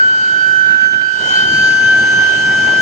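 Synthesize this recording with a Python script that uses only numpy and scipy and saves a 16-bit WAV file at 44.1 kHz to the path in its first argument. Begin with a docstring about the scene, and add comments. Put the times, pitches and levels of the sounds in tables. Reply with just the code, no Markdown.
"""A factory hall, stereo microphone near one of two induction heaters, machinery all around.
From the start both whine over rumble, roar and hiss; the near one creeps up in pitch, the other holds
steady, and the two beat. The microphone drifts through their standing waves, so each partial swells
and fades differently in each ear. From 0.7 to 1 s the noise pulses four times, the whine dipping in
between. After 1.2 s the background noise swells strongly."""
import sys
import numpy as np
from scipy import signal
from scipy.fft import rfft, irfft, next_fast_len
from scipy.io import wavfile
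from scipy.ndimage import uniform_filter1d, minimum_filter1d, map_coordinates

SR = 44100
rng = np.random.default_rng(int(sys.argv[2]) if len(sys.argv) > 2 else 0)


def dump_mix(stems):
    """Bounce the given channels to the path in sys.argv[1] as a 16-bit WAV at rate SR."""
    frames = np.atleast_2d(stems).T  # one column per channel
    limited = np.clip(frames, -1, 1)  # hard clip at full scale
    pcm = np.round(limited * 32767).astype(np.int16)
    wavfile.write(sys.argv[1], SR, pcm)


N = 123921
TIME = np.arange(N) / SR


def amp(db):
    """Decibels to gain."""
    return 10 ** (np.asarray(db) / 20)


def unit(x):
    """Scale to rms 1."""
    return x / np.sqrt(np.mean(np.abs(x) ** 2) + 1e-20)


def along(points, hz):
    """(f/Hz, value) points read on a log axis."""
    f, values = np.transpose(points)
    return np.interp(np.log(hz + 1), np.log(f + 1), values)


def curves(rows):
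    """One value per sample for each column after the time."""
    times, *columns = np.transpose(rows)
    return np.array([np.interp(TIME, times, column) for column in columns])


def bump(at, width):
    """A Gaussian in time, peak 1."""
    return np.exp(-.5 * ((TIME - at) / width) ** 2)


def wobble(rate):
    """A smooth random curve, rate knots a second."""
    return map_coordinates(rng.standard_normal(4096), [TIME * rate], mode="wrap")


def scatter(rate):
    """A randomly wandering amplitude and phase for each ear."""
    return unit(np.array([wobble(rate) + 1j * wobble(rate) for ear in range(2)]))


def filtered(x, response):
    """x times a response of frequency."""
    size = next_fast_len(N + SR // 4)
    return irfft(rfft(x, size) * response(np.fft.rfftfreq(size, 1 / SR)), size)[..., :N]


def whine(hz, leads, partials):
    """A coil sings at multiples of its drive pitch; standing waves set level and phase in each ear."""
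    cycles = np.cumsum(hz) / SR
    out = np.zeros((2, N))
    for k, (lead, levels) in enumerate(zip(leads, partials), 1):
        ear_phase = np.array([[-.5], [.5]]) * curves(lead)
        flutter = amp(-20.5 + 4.5 * (k - 1)) * scatter(rate=25)  # shifting reflections
        fuzz = amp(-23.5) * scatter(rate=150)
        halo = amp(-30) * scatter(rate=410)
        tone = np.exp(2j * np.pi * (k * cycles + rng.random()) + 1j * ear_phase)
        out += np.sqrt(2) * amp(curves(levels)) * np.real((1 + flutter + fuzz + halo) * tone)
    return out


# Drive pitch of the near heater: t/s, f/Hz
NEAR_PITCH = [(0, 1525), (.3, 1530.3), (.6, 1535), (.9, 1539.5), (1.2, 1543), (1.5, 1547), (1.8, 1550.5),
              (2.2, 1553), (2.8, 1554)]
# Its partials at the microphone, lowest first: t/s, left level/dB, right level/dB
NEAR_H1 = [(0, -6.5, -7), (.2, -12.5, -14), (.39, -18, -8.5), (.8, -18.5, -6), (1.08, -24.5, -11.5),
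           (1.16, -41, -15), (1.295, -19, -19), (1.38, -12, -9), (1.47, -13.8, -17.5), (1.65, -9.5, -10.5),
           (1.79, -9, -17.5), (1.91, -8.5, -9.5), (2.05, -11.2, -12.5), (2.2, -13, -9.5), (2.3, -19, -8),
           (2.37, -17, -13.5), (2.5, -12.5, -11.5), (2.65, -11.5, -17.5), (2.8, -9, -14.5)]
NEAR_H2 = [(0, -50, -36.5), (.1, -51, -26), (.21, -30, -36.5), (.4, -39.5, -30.5), (.56, -33, -31.5),
           (.75, -35.5, -34), (.94, -36, -28.5), (1.12, -47, -33), (1.21, -29.5, -34), (1.3, -16, -31),
           (1.4, -20, -21.5), (1.62, -25, -27.5), (1.75, -38.5, -33.5), (1.89, -23, -28.5),
           (2.05, -29.5, -45), (2.18, -24.5, -36), (2.42, -23.5, -42), (2.6, -30, -25.5),
           (2.8, -26.5, -28.5)]
NEAR_H3 = [(0, -44.5, -35.5), (.21, -33.5, -52), (.36, -38.5, -54), (.4, -31.5, -49), (.55, -44, -52),
           (.68, -35, -58), (.74, -51, -63), (.84, -36.5, -60), (.96, -55, -59), (1.05, -35.5, -47),
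           (1.25, -43, -54), (1.369, -31.5, -29.5), (1.45, -39, -39.5), (1.5, -32.5, -26.5),
           (1.7, -32.5, -30.5), (1.85, -41, -43), (2.04, -40, -40), (2.2, -45, -46.5), (2.801, -48, -56)]
NEAR_H4 = [(0, -59, -59), (.35, -55, -58), (.48, -55, -39.5), (.62, -50.5, -44.5), (.78, -53.5, -42),
           (0.939, -51, -42.5), (1.03, -47, -61.5), (1.42, -61, -47), (1.55, -43.5, -35), (1.8, -43.5, -33),
           (2.05, -39.5, -35.5), (2.4, -38.5, -39), (2.8, -45, -42.5)]
NEAR_H5 = [(.4, -61, -56.5), (.7, -70, -70.5), (1.4, -58, -60.5)]
# Right ear's lead over the left, one curve per partial: t/s, phase/rad
NEAR_RIGHT_LEAD = [
    [(0, 3), (.4, 3.35), (1.08, 2.7), (1.2, 2), (1.29, 3.14), (1.35, 4.2), (1.47, 4.5), (1.55, 5.3),
     (2.18, 7.35), (2.8, 5.9)],
    [(0, -1.8), (.37, .6), (.58, -1), (.74, -3.1), (.88, -3.1), (1, -2.2), (1.6, .6), (2, 1.9), (2.2, .5)],
    [(.2, 2), (.4, 0), (1.05, 0), (1.35, -4.3), (1.95, -4.8), (2.1, -6.5)],
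    [(.75, 2.7), (.95, -1), (1.4, 1), (1.6, -.2)],
    [(0, 0)],
]

def near_heater():
    """The coil nearer the microphone, creeping up in pitch."""
    return whine(curves(NEAR_PITCH)[0], NEAR_RIGHT_LEAD, [NEAR_H1, NEAR_H2, NEAR_H3, NEAR_H4, NEAR_H5])


# The other heater's partials at the microphone: t/s, left level/dB, right level/dB
STEADY_H1 = [(0, -46, -22), (.4, -30.5, -22), (1.1, -27.5, -21.5), (1.34, -17.5, -13.5), (1.5, -19, -16),
             (2.3, -21, -19), (2.8, -18, -16)]
STEADY_H2 = [(0, -55, -38.5), (.95, -52, -45.5), (1.22, -29.5, -37), (1.42, -31, -28.5),
             (1.9, -31.5, -32.5), (2.8, -34.5, -30)]
STEADY_H3 = [(0, -43, -53), (.7, -62.5, -63), (1.25, -41, -45.5), (2.799, -44, -52.5)]
# Right ear's lead, one curve per partial: t/s, phase/rad
STEADY_RIGHT_LEAD = [
    [(0, .3), (.7, -.9), (1.15, -2.9)],
    [(1.1, .3), (1.75, -4.8)],
    [(0, -2)],
]

def steady_heater(hz=1484.2):
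    """The farther coil holds a pitch just below the near one and beats with it."""
    return whine(np.full(N, hz), STEADY_RIGHT_LEAD, [STEADY_H1, STEADY_H2, STEADY_H3])


# Likeness of the noise across the microphone pair: f/Hz, correlation
NOISE_CORRELATION = [(30, .8), (150, 0.97), (330, 0.71), (700, 0.24), (1150, -0.3), (2600, 0.26),
                     (3500, -0.41), (6100, 0.11), (7000, .7)]
# Its balance: f/Hz, left minus right level/dB
NOISE_BALANCE = [(100, -0.5), (300, 1), (800, 0), (2200, -5), (3300, -2.5), (5200, -2), (7200, -8),
                 (10000, 2.5), (15000, -2)]

def diffuse_noise(colour, patchy_db, ripple_db=1.92, ripple_hz=44.36):
    """Stereo noise of rms 1, patchy in time and pitch, rippled by the hall's resonances."""
    spectra = signal.stft(rng.standard_normal((2, N)), nperseg=512)[2]
    patches = uniform_filter1d(rng.standard_normal(spectra.shape[1:]), size=5, axis=0)
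    patches = uniform_filter1d(patches, size=12, axis=1)
    pair = signal.istft(spectra * amp(patchy_db * unit(patches)), nperseg=512)[1][:, :N]
    knots = rng.standard_normal(2048)

    def mid_side(hz):
        ripple = ripple_db * map_coordinates(knots, [hz / ripple_hz], mode="wrap")
        spread = np.arccos(along(NOISE_CORRELATION, hz)) / 2
        return amp(along(colour, hz) + ripple) * [np.cos(spread), np.sin(spread)]

    mid, side = filtered(pair, mid_side)
    balance = lambda hz: amp(np.array([[.5], [-.5]]) * along(NOISE_BALANCE, hz))
    return unit(filtered(np.array([mid + side, mid - side]), balance))


# Spectra of the machinery around the microphone: f/Hz, relative level/dB
RUMBLE_SPECTRUM = [(20, -19.5), (45, -29.5), (75, -10), (135, 1), (220, -3.5), (330, -4), (600, -30),
                   (1500, -64)]
ROAR_SPECTRUM = [(150, -20.5), (380, -0.5), (750, 0), (1150, -3.5), (2300, -7), (3200, -27.5), (6000, -61)]
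HISS_SPECTRUM = [(1200, -11), (3000, 8), (4000, 5), (5000, 2), (6700, 0), (7700, -9), (8400, -14),
                 (10200, -26.5), (13700, -37.5), (15000, -23.5)]
# How loud each noise is heard: t/s, relative level/dB
RUMBLE_ENVELOPE = [(.03, -39.5), (.25, -37.5), (.61, -39), (.67, -31), (.81, -45.5), (.96, -35.5),
                   (1.09, -43), (1.33, -31), (1.42, -35), (1.49, -25.5), (1.6, -28.5), (1.69, -32),
                   (1.92, -30.5), (2.02, -27.5), (2.11, -33.5), (2.19, -26), (2.3, -33), (2.38, -28.5),
                   (2.46, -33.5), (2.6, -28), (2.77, -26.5)]
ROAR_ENVELOPE = [(0.03, -40.5), (1.15, -44.5), (1.22, -35.5), (1.36, -32.5), (1.46, -36.5), (2.18, -32.5),
                 (2.41, -35), (2.52, -29.5), (2.59, -33), (2.68, -29), (2.77, -33)]
HISS_ENVELOPE = [(0.03, -39.5), (0.28, -38), (1.01, -43.5), (1.14, -39), (1.36, -30), (1.47, -35.5),
                 (1.54, -32), (1.84, -34), (2.77, -32)]

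def machinery():
    """Lumpy rumble, roar and hiss from machines all round the hall."""
    def band(envelope, spectrum, gain_db, waver_db, rate, patchy_db):
        level_db = curves(envelope) + gain_db + waver_db * wobble(rate)
        return amp(level_db) * diffuse_noise(spectrum, patchy_db)

    rumble = band(RUMBLE_ENVELOPE, RUMBLE_SPECTRUM, gain_db=-1.5, waver_db=1.1, rate=18, patchy_db=1.6)
    roar = band(ROAR_ENVELOPE, ROAR_SPECTRUM, gain_db=5, waver_db=.22, rate=29, patchy_db=1)
    hiss = band(HISS_ENVELOPE, HISS_SPECTRUM, gain_db=3, waver_db=.1, rate=24, patchy_db=2.17)
    return rumble + roar + hiss


# Motor tones when the roar is loudest: f/Hz, level/dB
MOTOR_TONES = [(301, -34), (634, -39), (774, -37.5), (881, -48)]

def motors():
    """A wavering motor hum in the centre, its level following the roar."""
    roar_db = curves(ROAR_ENVELOPE)
    hum = sum(amp(db) * np.real(scatter(rate=26)[0] * np.exp(2j * np.pi * hz * TIME))
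              for hz, db in MOTOR_TONES)
    return amp(roar_db - roar_db.max()) * hum


# Pulses of noise: t/s, width/s, level/dB before panning
PULSES = [(0.725, 0.048, -31), (0.838, 0.024, -30), (0.939, 0.011, -29.5), (1.019, 0.0072, -27)]
# Their spectrum: f/Hz, relative level/dB
PULSE_SPECTRUM = [(60, -12), (180, 9), (500, 0), (1200, 1.5), (2600, -0.5), (4200, -8), (7000, -43.5)]

def noise_pulses(left_db=-10.5):
    """Four ever shorter swells of noise, mostly in the right channel, like a pumping level."""
    level = sum(amp(db) * bump(at, width) for at, width, db in PULSES)
    return level * diffuse_noise(PULSE_SPECTRUM, patchy_db=-.5) * amp([[left_db], [0]])


# Dips of the whine: t/s, depth/dB
WHINE_DIPS = [(.785, 1.5), (0.894, 2.5), (0.989, 1.5)]

def whine_dips(width_s=.016):
    """Gain on both heaters: their level dips briefly between the pulses."""
    return amp(-sum(db * bump(at, width_s) for at, db in WHINE_DIPS))


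def scene():
    """Both heaters over the background noise."""
    heaters = (near_heater() + steady_heater()) * whine_dips()
    return heaters + machinery() + motors() + noise_pulses()


def record(dry):
    """After the microphone a limiter rides the highest peaks; nothing passes above the band limit."""
    ceiling, hold_s, top_hz = .97, .006, 15800
    hold = round(hold_s * SR)
    needed = ceiling / np.maximum(np.abs(dry).max(axis=0), ceiling)
    gain = uniform_filter1d(minimum_filter1d(needed, size=2 * hold), size=hold)
    return filtered(dry * gain, lambda hz: hz < top_hz)


dry = scene()
out = record(dry)
dump_mix(out)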